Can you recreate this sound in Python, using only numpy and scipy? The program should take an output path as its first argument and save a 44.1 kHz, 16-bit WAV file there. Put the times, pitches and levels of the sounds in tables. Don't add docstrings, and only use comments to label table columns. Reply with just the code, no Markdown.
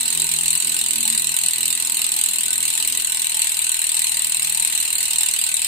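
import sys
import numpy as np
from scipy import signal
from scipy.fft import rfft, irfft
from scipy.io import wavfile
from scipy.ndimage import uniform_filter1d

SR = 44100
rng = np.random.default_rng(int(sys.argv[2]) if len(sys.argv) > 2 else 0)


def persist_wave(psi):
    counts = np.round(np.clip(psi, -1, 1) * 32767).astype(np.int16)
    wavfile.write(sys.argv[1], SR, np.atleast_2d(counts).T)


def ratio(d):
    e = np.asarray(d, float) / 20
    return 10 ** e


N = 250091
LEAD = 4410
TEETH_PER_TURN = 24
LEFT_RIGHT_HALVES = np.array([[.5], [-.5]])

# low edge in Hz, high edge in Hz, snap t60 in s,
# rattle level in dB, rattle t60 in s, room level in dB, room t60 in s.
WHEEL_PARTS = [
    (1050, 3070, 0.0039, -10, 0.1, -27, 1),
    (2530, 3800, 0.009, -13.5, 0.21, -18, 0.33),
    (3090, 6220, 0.0048, -8.5, 0.078, -21.5, 0.46),
    (5460, 11160, 0.0052, -10.5, 0.029, -22, 0.46),
    (11400, 20100, 0.0062, -11, 0.071, -28, 0.12),
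]


def rms_one(x):
    return x / np.sqrt(np.mean(x ** 2) + 1e-20)


def in_time(rows):
    s, *columns = np.transpose(rows)
    return [np.interp(np.arange(N) / SR, s, column) for column in columns]


def band(x, low_hz, high_hz):
    return signal.sosfilt(signal.butter(2, [low_hz, high_hz], "band", fs=SR, output="sos"), x)


def colour(x, hz, level_db):
    size = 8192
    grid_hz = np.maximum(np.arange(size // 2 + 1) * SR / size, 1)
    log_gain = np.interp(np.log(grid_hz), np.log(hz), level_db) * np.log(10) / 20
    cepstrum = irfft(log_gain)
    cepstrum[1:size // 2] *= 2
    cepstrum[size // 2 + 1:] = 0
    response = irfft(np.exp(rfft(cepstrum)))
    return signal.fftconvolve(x, response)[:N]


def dying(x, t60):
    return signal.lfilter([1], [1, -ratio(-60 / (t60 * SR))], x + 1e-18)


def impulses(s, sizes):
    at = np.clip(np.round(np.ravel(s) * SR).astype(int) + LEAD, 0, N + LEAD - 1)
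    return np.bincount(at, np.ravel(sizes), N + LEAD)


def wide(mid, side, side_db, left_db):
    return (mid + ratio(side_db) * side * [[1], [-1]]) * ratio(left_db * LEFT_RIGHT_HALVES)


def teeth():
    # strength in dB, lateness in ms.
    ring = [(0.2, 0.12), (0, 0.44), (0.2, 0.31), (-3.3, 0.5), (-0.1, -0.019), (-2, 0.0054), (-1.1, 0.34),
            (-0.9, -0.18), (-1.2, 0.059), (-1.6, -0.16), (-1.5, -0.5), (-1.64, 0.04), (-0.15, -0.098),
            (-0.9, -0.19), (-3, -0.5), (-1.2, -0.8), (0.34, -0.15), (-0.3, -0.69), (-2.3, -0.46),
            (0, -0.14), (-2, 0.064), (-1.25, 0.52), (-0.26, 0.42), (0.1, -0.46)]
    # time in seconds, extra level in dB, lateness in ms.
    odd_teeth = [(0.032, -4, -2), (0.197, 2.2, 1), (0.221, 9, 0.2), (0.268, 0.5, -0.5), (0.386, -2.3, 1),
                 (0.6, -1, 1.2), (0.743, -1, 0.5), (0.886, -4, -1), (1.173, 1.2, 4), (1.197, 9, 10),
                 (1.221, 18, 9), (1.245, 0.5, -1.8), (1.317, -0.5, 1.8), (1.437, 6, 6), (1.558, -1, 0),
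                 (1.824, -0.5, 0.2), (1.848, 0.2, 0.5), (1.872, -1.5, -1.3), (1.97, 2.8, -0.5),
                 (1.994, 1, -0.5), (2.115, 0, 3), (2.164, 3, 0), (2.678, 3, 3), (2.825, -1, -0.2),
                 (3.047, -0.5, -0.5), (3.494, 2, -0.2), (4.75, 2.5, 1), (4.801, 0.5, 0.6), (4.979, 1.5, 3),
                 (5.517, -1.6, 0.2)]
    # time in seconds, peak level in dB.
    slams = [(0.2194, -7), (0.6469, -7), (0.9083, -5), (1.0774, -6.5), (1.1009, -5.5), (1.1488, -3),
             (1.1962, -7), (1.2206, -6.5), (1.3882, -5.5), (1.4361, -4.5), (1.727, -2.5), (1.7509, -7.5),
             (2.0173, -2.5), (2.0657, -6.5), (2.2608, -7), (2.6279, -6), (2.8494, -8), (3.022, -8.5),
             (3.1951, -6.5), (3.2191, -8), (3.4186, -3.5), (3.6671, -7), (3.8417, -7.5), (4.0178, -6.5),
             (4.6488, -5.5), (5.2335, -7.5)]
    first_tooth_s = .0083
    gap_s, gap_growth_s, growth_gain_s = .0235557, 8.538e-6, 9.39e-9
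    tooth_level_db, fade_db_per_s, swing = -9.8, -0.27, 1.02
    scatter_db, jitter_ms = 0.33, 0.22
    slam_db, slam_spread, slam_early_ms = 6.5, .5, 0.35

    k = np.arange(-3, 231)
    s = first_tooth_s + gap_s * k + gap_growth_s * k ** 2 / 2 + growth_gain_s * k ** 3 / 6
    extra_db, late_ms = np.array(ring)[np.arange(len(k)) % TEETH_PER_TURN].T
    stray = rng.standard_normal((len(k), 2)) * [scatter_db, jitter_ms]
    spread = np.ones(len(k))
    for at, odd_db, odd_ms in odd_teeth:
        stray[np.argmin(np.abs(s - at))] = odd_db, odd_ms
    s = s + (late_ms + stray[:, 1]) / 1000
    for at, peak_db in slams:
        near = np.argmin(np.abs(s - at))
        s[near] = at - slam_early_ms / 1000
        stray[near, 0] = peak_db + slam_db
        spread[near] = slam_spread
    tooth_db = tooth_level_db + fade_db_per_s * s + swing * (extra_db + stray[:, 0])
    return s, tooth_db, spread


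def pawls(s, tooth_db, spread, scatter_db, part_db):
    # lag as a share of the spread, lag scatter as a share of the spread, level in dB.
    pawl_rows = [
        (-.3, 0.081, 0),
        (.1, 0.084, -5.5),
        (0.449, .15, 1.5),
        (.8, 0.21, -2),
        (1.8, 0.47, -10.5),
        (3.5, 1.5, -10),
    ]
    lag, lag_scatter, pawl_db = np.transpose(pawl_rows)
    looseness_db = rng.standard_normal(len(s)) - 0.85 * (tooth_db - tooth_db.mean())
    spread_ms = spread * 2.2 * ratio(np.minimum(looseness_db, 1.2))

    streams = 2 * len(WHEEL_PARTS)
    chance = rng.standard_normal((len(s), 2 + streams, len(lag)))
    when = s[:, None] + spread_ms[:, None] / 1000 * (lag + lag_scatter * chance[:, 0])
    energy = ratio(pawl_db + scatter_db * chance[:, 1]) ** 2
    energy = energy / energy.sum(axis=1, keepdims=True) * ratio(tooth_db[:, None]) ** 2
    blows = [impulses(when, energy * ratio(part_db * chance[:, 2 + k]) ** 2) for k in range(streams)]
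    return np.reshape(blows, (len(WHEEL_PARTS), 2, -1))


def hub(s, tooth_db, spread, rim_db, tail_db):
    out = 0
    white = rng.choice([-1., 1.], (2, 2, N))
    tail_power = np.pad(ratio(2 * tail_db), (LEAD, 0), "edge")
    part_blows = pawls(s, tooth_db, spread, scatter_db=5.0, part_db=1.9)
    for k, (blows, part) in enumerate(zip(part_blows, WHEEL_PARTS)):
        low_hz, high_hz, snap_t60, rattle_db, rattle_t60, room_db, room_t60 = part
        late = dying(blows, 0.0072) / 40 * tail_power
        snap = dying(uniform_filter1d(blows, size=30), snap_t60 / 2)
        rattle = ratio(2 * rattle_db) * dying(late, rattle_t60 / 2)
        room = ratio(2 * room_db) * dying(late, room_t60 / 2)
        power = snap + rattle + room
        sound = band(np.sqrt(power[:, LEAD:]) * white[k % 2], low_hz, high_hz)
        out = out + ratio(rim_db * (k == 0)) * sound
    return out


def turned(x, s):
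    patch_db, broad_kept = 4, 0.62
    hz, t, z = signal.stft(x, SR, nperseg=256)
    tooth = np.searchsorted(s - .003, t)
    fine = uniform_filter1d(rng.standard_normal((len(s) + 1, 3, len(hz))), size=2)
    fine = fine - (1 - broad_kept) * uniform_filter1d(fine, size=11)
    shared, left, right = fine.T.swapaxes(0, 1)
    depth_db = patch_db * np.clip(hz / 4000, .7, 1)[:, None]
    patch = ratio(depth_db * np.array([shared + left, shared + right]))
    usual = np.mean(np.abs(z) ** 2, axis=2, keepdims=True)
    patched = uniform_filter1d(usual * patch ** 2, size=15, axis=1)
    patch = patch / np.sqrt(patched / uniform_filter1d(usual, size=15, axis=1))
    return signal.istft(z * patch[:, :, tooth], SR, nperseg=256)[1][:, :N]


def ratchet(s, tooth_db, spread):
    # left level in dB, right level in dB.
    port_colour = [(-75, -72), (-60.5, -57), (-50, -50.5), (-56.5, -56.5), (-46.5, -45), (-60.5, -55),
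                   (-58.5, -61.5), (-55.5, -51), (-49, -36), (-36.5, -47), (-56.5, -55.5), (-53.5, -59.5),
                   (-51, -47), (-57.5, -55.5)]
    port_hz = [1300, 1900, 2800, 3380, 4100, 4750, 5800, 6900, 7750, 8700, 10300, 11600, 12250, 13600]
    # time in seconds, hub level in dB, left minus right in dB, lowest band of the rim in dB,
    # rattle and echoes in dB.
    drift = [
        (0, 0, -1, -1.5, 0),
        (1.0, 0.5, 0.5, -0.5, -1.3),
        (2, 0, 0.5, -1.5, -1.05),
        (3, 0.5, 2, 0.5, -0.6),
        (4.5, 1, 2, 1, -0.4),
        (5.67, 2, 0.2, -0.4, 0.1),
    ]
    left_db, right_db = np.transpose(port_colour)
    level_db, lean_db, rim_db, tail_db = in_time(drift)
    left, right = hub(s, tooth_db, spread, rim_db, tail_db)
    coloured = np.array([colour(left, port_hz, left_db), colour(right, port_hz, right_db)])
    return rms_one(turned(coloured, s)) * ratio(-19.5 + level_db + lean_db * LEFT_RIGHT_HALVES)


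def spokes(s, level_db):
    # frequency in Hz, level in dB, t60 in s,
    # tooth of the turn where it changes, extra level there in dB.
    rings = [(729, -13.5, 0.16, 14, 5), (863, -7.5, 0.13, 22.2, 12.5), (911, -10, 0.34, 11.4, 2.5),
             (950, -4.5, 0.15, 16.3, -4), (1015, -13.5, 0.18, 0.99, 14), (1076, -9.5, 0.19, 46, -1),
             (1236, -10.5, 0.18, 3.3, 1), (1518, -6, 0.14, 10.2, 10.5), (1977, 3, 0.11, 5.4, 6)]
    out = 0
    place = np.arange(len(s)) % TEETH_PER_TURN
    for hz, mode_db, t60, tooth, extra_db in rings:
        r, w = ratio(-60 / (t60 * SR)), 2 * np.pi * hz / SR
        singing = ratio(extra_db * np.exp(-((place - tooth) / 1.44) ** 2))
        common, left, right = rng.standard_normal((len(s), 3)).T * singing
        plucks = np.array([impulses(s, 1.17 * common + left), impulses(s, 0.28 * common + right)])
        plucks = uniform_filter1d(plucks, size=12)
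        ringing = signal.lfilter([0, np.sin(w)], [1, -2 * r * np.cos(w), r * r], plucks + 1e-18)
        out = out + ratio(mode_db + level_db) * ringing
    return out[:, LEAD:]


def swells(rows, idle_db):
    swell_s = .04
    start, length, *level_db = np.transpose(rows)
    t = np.arange(0, N + 100, 100)[:, None] / SR
    inside_s = np.minimum(t - start, start + length - t)
    shape = np.clip(inside_s / swell_s + .5, 0, 1) ** 2
    power = shape ** 2 @ ratio(2 * np.transpose(level_db)) + ratio(2 * np.array(idle_db))
    return [np.interp(np.arange(N) / SR, t[:, 0], np.sqrt(p)) for p in power.T]


def rumble(gains):
    # time in seconds, rate in Hz.
    firing = [
        (0, 80.8),
        (.5, 78.73),
        (1.05, 76.6),
        (1.65, 73.77),
        (2.35, 67.73),
        (2.9, 64.3),
        (3.5, 60.85),
        (3.9, 78.7),
        (5.67, 78.9),
    ]
    orders = [(1, 0), (2, 0), (3, 1), (4, 2), (5, 2)]
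    order_levels = [-12.5, -1.5, -3, -2, -6]
    waver_hz = 3.5
    turns = np.cumsum(in_time(firing)[0]) / SR
    out, r = 0, np.exp(-np.pi * waver_hz / SR)
    for (multiple, column), level_db in zip(orders, order_levels):
        noise = rng.standard_normal((2, N + LEAD)) + 1j * rng.standard_normal((2, N + LEAD))
        waver = signal.lfilter([1], [1, -2 * r ** multiple, r ** (2 * multiple)], noise)[:, LEAD:]
        waver = waver / np.sqrt(np.mean(np.abs(waver) ** 2))
        steadied = 1.13 * waver / (np.abs(waver) + 0.32)
        mid, side = np.real(steadied * np.exp(2j * np.pi * multiple * turns))
        out = out + ratio(level_db) * gains[column] * wide(mid, side, side_db=-42, left_db=5.0)
    return out


def room_and_street(thud, murmur):
    # frequency in Hz, level in dB per Hz.
    air_colour = [(12, -50), (20, -15), (55, -7.5), (87, -1.5), (124, -11.5), (160, -4.5), (183, -8),
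                  (319, -7), (414, -13.5), (635, -10), (871, -8), (1130, -10), (1700, -8), (2210, -4),
                  (3740, -120)]
    hz, level_db = np.transpose(air_colour)
    mid, side = (rms_one(colour(n, hz, level_db)) for n in rng.standard_normal((2, N)))
    out = ratio(-48.5) * wide(mid, side, side_db=-7, left_db=3.0)
    for low_hz, high_hz, gain in [(20, 32, thud), (260, 476, murmur)]:
        mid, side = rms_one(band(rng.standard_normal((2, N)), low_hz, high_hz))
        out = out + ratio(-7.5) * gain * wide(mid, side, side_db=-3.5, left_db=4.0)
    return out


def background():
    # start in seconds, length in seconds, first and second order in dB, third order in dB, higher
    # orders and murmur in dB.
    engine_swells = [(-.03, 0.18, -52, -42, -54), (.13, .15, -40.5, -45, -46.5),
                     (.29, 0.304, -42.5, -48, -51), (.62, 0.19, -46, -44, -48),
                     (.8, 0.22, -50, -45.5, -48.5), (.95, 0.23, -48, -36.5, -52.5),
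                     (1.14, 0.23, -47, -49.5, -53), (1.41, 0.081, -43, -45, -55),
                     (1.56, 0.17, -50, -45.5, -49), (1.72, 0.526, -64, -50.5, -55),
                     (2.26, 0.18, -63, -48, -56.5), (2.42, 0.29, -54, -52.5, -51),
                     (2.77, 0.24, -60, -54, -49), (3.17, 0.074, -59, -53, -52),
                     (4.12, 0.25, -53, -73, -60.5), (4.36, 0.35, -48.5, -68, -63),
                     (4.7, 0.049, -63, -48, -64), (5.12, 0.097, -53, -51, -65)]
    engine_idle = (-60.5, -62, -70)
    # start in seconds, length in seconds, level in dB.
    thuds = [(0.07, 0.25, -49), (0.42, 0.084, -56), (3.378, 0.046, -124), (4.096, 0.032, -80),
             (4.56, 0.054, -68), (4.798, 0.047, -85), (5.037, 0.0325, -77), (5.135, 0.052, -42),
             (5.416, 0.11, -61)]
    lower, upper, murmur = swells(engine_swells, engine_idle)
    thud, = swells(thuds, [-55])
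    return rumble([lower, upper, murmur]) + room_and_street(thud, murmur)


def scene():
    s, tooth_db, spread = teeth()
    return ratchet(s, tooth_db, spread) + spokes(s, level_db=-44) + background()


def thin_treble(x):
    mask_spread_hz, mask_db, waver_db, top_hz = 3400, -12.5, 5.0, 15400
    hz, _, z = signal.stft(x, SR, "cosine", nperseg=1024, noverlap=512)
    power = np.abs(z[:, :512]) ** 2
    bands = power.reshape(2, 64, 8, -1).mean(axis=(0, 2))
    centre = hz[:512].reshape(64, 8).mean(axis=1)[:, None]
    spread = np.exp(-np.abs(centre - centre.T) / mask_spread_hz)
    mask = (spread / spread.sum(axis=1, keepdims=True)) @ bands * (centre > 1900)
    mask = mask * ratio(2 * 8 * np.clip((centre - 13300) / 2300, 0, 1))
    waver = uniform_filter1d(rng.standard_normal(bands.shape), size=3)
    mask = mask * ratio(2 * (mask_db + waver_db * waver))
    band_heard = np.repeat(bands > mask, 8, axis=0)
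    line_heard = power > .8 * np.repeat(mask, 8, axis=0)
    z[:, :512] *= band_heard * line_heard
    z *= np.clip((top_hz + 600 - hz[:, None]) / 600, 0, 1) ** 2
    return signal.istft(z, SR, "cosine", nperseg=1024, noverlap=512)[1][:, :N]


def top_cut(x):
    return signal.sosfilt(signal.butter(12, 16840, fs=SR, output="sos"), x)


def record(dry):
    rounded = 1.085 * np.tanh(dry / 1.09)
    mix = thin_treble(rounded)
    return top_cut(mix)


dry = scene()
out = record(dry)
persist_wave(out)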